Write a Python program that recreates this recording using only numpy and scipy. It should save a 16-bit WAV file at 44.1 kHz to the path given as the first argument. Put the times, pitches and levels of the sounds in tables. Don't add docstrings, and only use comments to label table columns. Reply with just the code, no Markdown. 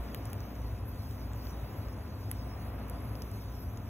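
import sys
import numpy as np
from scipy import signal
from scipy.fft import rfft, irfft, next_fast_len
from scipy.io import wavfile
from scipy.ndimage import uniform_filter1d, map_coordinates

SR = 44100
rng = np.random.default_rng(int(sys.argv[2]) if len(sys.argv) > 2 else 0)


def materialize(psi):
    bounded = np.clip(np.atleast_2d(psi).T, -1, 1)
    quanta = np.round(bounded * 32767).astype(np.int16)
    wavfile.write(sys.argv[1], SR, quanta)


N = 171549


# (frequency [Hz], mean level [dB])
MACHINE_TONES = [(212.7, -60.5), (255.6, -57.5), (274.5, -64), (297.6, -61), (340.5, -70.5), (413.2, -66),
                 (510.3, -67), (707.9, -68.5), (884, -70.5), (1002.6, -66.5), (1226, -78.5), (1592, -84),
                 (2565, -78)]
# (time [s], level [dB])
DRONE_SWELL = [(0.0, -31.5), (0.05, -43), (0.51, -46.5), (0.66, -36.5), (0.92, -45.5), (1.57, -39),
               (1.84, -55), (1.87, -38.5), (2.09, -65), (2.38, -38), (2.6, -47), (2.81, -40.5), (3.8, -45),
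               (3.89, -56)]
DRONE_HZ, DRONE_TRIM_DB = 58.94, -1.05
TONE_WAVER_DB, TONE_DRIFT_RAD = 1.5, 0.53

# (time [s], level [dB])
THROB_SWELL = [(0.0, -53), (0.29, -39.5), (0.32, -53), (0.37, -38), (0.52, -48.5), (0.66, -37.5),
               (0.87, -44), (1.39, -40), (1.41, -47), (1.51, -41), (1.65, -50), (1.68, -62), (1.73, -41),
               (1.95, -49), (1.98, -37), (2.23, -45), (2.43, -38.5), (2.49, -55), (2.57, -40), (2.76, -52),
               (2.89, -41.5), (2.91, -60), (3.12, -36), (3.14, -50), (3.3, -40), (3.89, -44)]
THROB_HZ, THROB_WAVER_HZ, THROB_TRIM_DB = 106.56, 3.5, -3.5

# (frequency [Hz], relative level [dB])
WASH_COLOUR = [(22, -31), (45, -5.5), (130, -3), (200, -0.5), (300, -5), (450, -8), (680, -7.5),
               (850, -12.5), (1100, -12), (1600, -19), (2600, -24), (4000, -33.5), (7000, -122)]
# (frequency [Hz], left-right likeness [1 = identical])
WASH_LIKENESS = [(100, 0.87), (250, 1), (500, 0.79), (1000, 0.64), (2000, 0.68), (3500, 0.29)]
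WASH_DB = -48
# (frequency [Hz], relative level [dB])
FLUTTER_COLOUR = [(20, -44), (32, -24), (48, -1), (65, -3.5), (80, 3.5), (100, 2.5), (125, -4.5),
                  (150, -9.5), (300, -27.5), (900, -55)]
# (time [s], level [dB])
FLUTTER_SWELL = [(0.0, -46.5), (0.46, -40), (0.49, -50), (0.65, -40), (1.19, -41.5), (1.38, -42.5),
                 (1.41, -48), (1.53, -38), (1.59, -52), (1.64, -33), (1.68, -65), (1.73, -36),
                 (1.95, -44.5), (1.98, -37.5), (2.23, -41), (2.98, -43.5), (2.99, -41), (3.89, -40.5)]
FLUTTER_TRIM_DB = -1.5

# (frequency [Hz], relative level [dB])
HISS_COLOUR = [(2200, -17), (3300, -3), (4200, 3), (5100, 5.5), (6400, -2), (7500, -9), (8200, -4),
               (8800, 1), (9500, -3), (10200, 0), (10800, -4.5), (12000, 3.5), (14000, 4), (14950, -1.5),
               (15700, -2), (15950, -45)]
HISS_DB, HISS_PATCHY_DB = -61, 4
# (time [s], level [dB])
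SIZZLE_SPURTS = [(0, -70), (0.12, -59), (0.22, -75), (0.83, -71), (0.88, -50.5), (1.0, -58), (1.15, -65),
                 (1.9, -64.5), (2.52, -66), (2.6, -60), (2.82, -60), (3.05, -57), (3.33, -53), (3.5, -66),
                 (3.62, -51.5), (3.76, -63), (3.87, -61)]
# (frequency [Hz], relative level [dB])
SIZZLE_TINT = [(9000, -56), (11300, -22), (12300, -4), (13150, -5), (13700, -11), (15000, -66)]
SIZZLE_TRIM_DB, SIZZLE_PATCHY_DB = -3.5, 5
SIZZLE_RANGE = 0.86

# (time [s], pitch [Hz], level [dB])
WHISTLE_GLIDE = [(0.02, 14200, -64), (0.27, 14100, -63), (0.34, 14300, -60), (0.55, 14400, -63),
                 (0.7, 14100, -61), (0.85, 13975, -69), (0.96, 14000, -80), (1.12, 14025, -61),
                 (1.3, 14200, -62), (1.4, 14300, -62), (1.45, 14650, -57), (1.51, 14300, -60),
                 (1.56, 14200, -90)]
WHISTLE_TRIM_DB, WHISTLE_WAVER_HZ, WHISTLE_ROUGH_HZ = -3, 44.9, 115
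# (start [s], length [s], pitch [Hz], level at the height of the swell [dB])
SHORT_WHISTLES = [(1.52, 0.46, 15650, -75), (1.715, .14, 11670, -66), (2.1, 0.91, 13300, -77),
                  (2.28, 0.47, 15650, -72), (2.7, 0.77, 11200, -71)]

# (time [s], ring pitch [Hz], ring level [dB], crack level [dB], knock level [dB])
POPS = [(0.1469, 13400, -40, -44, -42), (0.2548, 10000, -49, -48, -55), (0.3013, 12800, -53, -68, -72),
        (0.3314, 14000, -46, -44, -49), (0.4051, 6500, -57, -51, -58), (0.555, 6500, -60, -62, -62),
        (1.1107, 8500, -58, -56, -68), (1.3339, 7900, -54, -56, -55), (1.4696, 4800, -51, -62, -59),
        (1.5064, 6500, -59, -64, -67), (1.8852, 7000, -61, -58, -68), (2.3132, 13800, -47, -51, -65),
        (2.3147, 11600, -32.7, -44, -42.5), (2.8833, 13500, -55, -58, -65),
        (2.8982, 12100, -42.5, -52, -60), (3.1541, 5000, -51, -58, -59), (3.2209, 5800, -47, -46.5, -70),
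        (3.2224, 6500, -55, -52, -70), (3.3157, 9500, -51, -55, -70), (3.7738, 6700, -53, -54, -60)]
# (energy [dB], time to fall 60 dB [s])
POP_SCATTER = [(-12, .008), (-17.5, .08)]
# (frequency [Hz], relative level [dB])
CRACK_COLOUR = [(1000, -18), (4300, 3), (7800, -3), (11000, 0), (14500, -1), (17500, -18)]
# (frequency [Hz], relative level [dB])
KNOCK_COLOUR = [(300, -20), (900, 0), (2000, -1), (3400, 1), (4600, -7), (7000, -22)]
RING_RISE_CYCLES, RING_FALL_CYCLES = 1.5, 12
SCATTER_RISE_S, SPLINTER_T60_S = .001, .008
TICKS_PER_S, FAINTEST_TICK_DB, TICK_SPREAD_DB = 18, -69.5, 1.7
TICK_LOW_HZ, TICK_HIGH_HZ = 4500, 13500

# (frequency [Hz], level difference [dB])
LEFT_OVER_RIGHT = [(40, -0.5), (125, 1.4), (280, 2.5), (600, 1.6), (1000, 0.3), (1500, -1), (2500, 0)]
PORT_LAG_S, LAG_FROM_HZ, PORT_LINGER_RAD = .000235, 2570, .36
TOP_HZ = 16500


def amp(db):
    return 10 ** (np.asarray(db) / 20)


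def unit(x):
    return x / np.sqrt(np.mean(x ** 2) + 1e-20)


def along(points, hz):
    f, v = np.transpose(points)
    return np.interp(np.log(hz + 1), np.log(f + 1), v)


def curves(rows):
    s, *cols = np.transpose(rows)
    return [np.interp(np.arange(N) / SR, s, c) for c in cols]


def wobble(rate):
    knots = rng.standard_normal(int(N * rate / SR) + 4)
    return map_coordinates(knots, [np.arange(N) * rate / SR])


def filtered(x, response):
    n = x.shape[-1]
    m = next_fast_len(n + n // 4)
    return irfft(rfft(x, m) * response(np.fft.rfftfreq(m, 1 / SR)), m)[..., :n]


def coloured(x, colour):
    return unit(filtered(x, lambda hz: amp(along(colour, hz))))


def rush(colour, alike):
    def mid_side_gains(hz):
        turn = np.arccos(np.clip(along(alike, hz), -1, 1)) / 2
        return np.array([np.cos(turn), np.sin(turn)])

    mid, side = filtered(rng.standard_normal((2, N)), mid_side_gains)
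    return coloured(np.array([mid + side, mid - side]), colour)


def patchy(x, depth_db):
    z = signal.stft(x, nperseg=512)[2]
    field = rng.standard_normal(z.shape[1:])
    field = uniform_filter1d(field, size=4, axis=0)
    field = uniform_filter1d(field, size=9, axis=1)
    return unit(signal.istft(z * amp(depth_db * unit(field)), nperseg=512)[1][:, :N])


def impulse(colour, size):
    cepstrum = irfft(np.log(amp(along(colour, np.fft.rfftfreq(size, 1 / SR)))), size)
    causal = 2 * cepstrum[:size // 2]
    return unit(irfft(np.exp(rfft(causal, size)), size))


def add(track, s, sound):
    part = track[..., max(0, round(s * SR)):][..., :sound.shape[-1]]
    part += sound[..., :part.shape[-1]]


def machine():
    t = np.arange(N) / SR

    def tone(hz, port_phases):
        drift = TONE_DRIFT_RAD * wobble(4.09)
        return unit(np.sin(2 * np.pi * hz * t + drift + port_phases))

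    drone_db, = curves(DRONE_SWELL)
    track = amp(drone_db + DRONE_TRIM_DB) * tone(DRONE_HZ, np.zeros((2, 1)))
    for hz, db in MACHINE_TONES:
        port_phases = rng.normal(0, 0.24, (2, 1))
        track += amp(db + TONE_WAVER_DB * wobble(4.2)) * tone(hz, port_phases)
    return track


def throb():
    db, = curves(THROB_SWELL)
    hz = THROB_HZ + THROB_WAVER_HZ * wobble(22)
    return amp(db + THROB_TRIM_DB) * unit(np.sin(2 * np.pi * np.cumsum(hz) / SR))


def flames():
    db, = curves(FLUTTER_SWELL)
    flutter = amp(db + FLUTTER_TRIM_DB) * rush(FLUTTER_COLOUR, [(100, 1.0)])
    wash = amp(WASH_DB + 1.2 * wobble(2.28)) * rush(WASH_COLOUR, WASH_LIKENESS)
    return flutter + wash


def hiss():
    level_db = HISS_DB + 1.3 * wobble(6.09) + 0.47 * wobble(450)
    return amp(level_db) * patchy(rush(HISS_COLOUR, [(5000, 1.0)]), HISS_PATCHY_DB)


def sizzle():
    level_db, = curves(SIZZLE_SPURTS)
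    spurt_db = level_db.max() + SIZZLE_RANGE * (level_db - level_db.max())
    boil = patchy(rush(SIZZLE_TINT, [(13000, 1.0)]), SIZZLE_PATCHY_DB)
    return amp(SIZZLE_TRIM_DB + spurt_db + 0.85 * wobble(490)) * boil


def jet(pitch_hz):
    hz = pitch_hz + WHISTLE_WAVER_HZ * wobble(35) + WHISTLE_ROUGH_HZ * wobble(900)
    return unit(np.sin(2 * np.pi * np.cumsum(hz) / SR) * amp(2.0 * wobble(130)))


def whistles():
    pitch_hz, db = curves(WHISTLE_GLIDE)
    track = amp(db + WHISTLE_TRIM_DB) * jet(pitch_hz)
    for s, length, hz, db in SHORT_WHISTLES:
        progress = np.clip((np.arange(N) / SR - s) / length, 0, 1)
        track += amp(db) * np.sin(np.pi * progress) * jet(hz)
    return track


def scatter_paths(t):
    paths = np.zeros(len(t))
    for energy_db, t60 in POP_SCATTER:
        envelope = (1 - np.exp(-t / SCATTER_RISE_S)) * amp(-60 * t / t60)
        paths += amp(energy_db) * unit(rng.standard_normal(len(t)) * envelope)
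    return paths / np.sqrt(len(t))


def pop(ring_hz, ring_db, crack_db, knock_db):
    t = np.arange(SR // 25) / SR
    cycles = ring_hz * t
    ring_envelope = (1 - np.exp(-cycles / RING_RISE_CYCLES)) * amp(-60 * cycles / RING_FALL_CYCLES)
    ring = unit(np.sin(2 * np.pi * cycles) * ring_envelope)
    splinter_noise = coloured(rng.standard_normal(len(t)), CRACK_COLOUR)
    splinters = unit(splinter_noise * amp(-60 * t / SPLINTER_T60_S))
    crack = unit(impulse(CRACK_COLOUR, len(t)) + splinters)
    knock = impulse(KNOCK_COLOUR, len(t))
    burst = amp(ring_db) * ring + amp(crack_db) * crack + amp(knock_db) * knock
    heard = burst + signal.fftconvolve(burst, scatter_paths(t))[:len(t)]
    return heard / np.sqrt(20)


def crackle():
    track = np.zeros(N)
    for s, ring_hz, ring_db, crack_db, knock_db in POPS:
        add(track, s, pop(ring_hz, ring_db, crack_db, knock_db))
    for when, size, tone in rng.random((int(TICKS_PER_S * N / SR), 3)):
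        db = FAINTEST_TICK_DB - TICK_SPREAD_DB * np.log(1 - size)
        ring_hz = TICK_LOW_HZ + tone * (TICK_HIGH_HZ - TICK_LOW_HZ)
        add(track, when * N / SR, pop(ring_hz, db, db - 16, db - 17))
    return track


def port_phase(hz):
    phase = 2 * np.pi * PORT_LAG_S * np.maximum(hz - LAG_FROM_HZ, 0)
    return phase - PORT_LINGER_RAD * np.sin(2 * phase)


def scene():
    air = machine() + throb() + flames() + hiss() + sizzle() + whistles() + crackle()
    sides = np.array([[.5], [-.5]])

    def ports(hz):
        return np.exp(1j * sides * port_phase(hz)) * amp(sides * along(LEFT_OVER_RIGHT, hz))

    return filtered(air, ports)


def record(dry):
    return filtered(dry, lambda hz: hz < TOP_HZ)


dry = scene()
out = record(dry)
materialize(out)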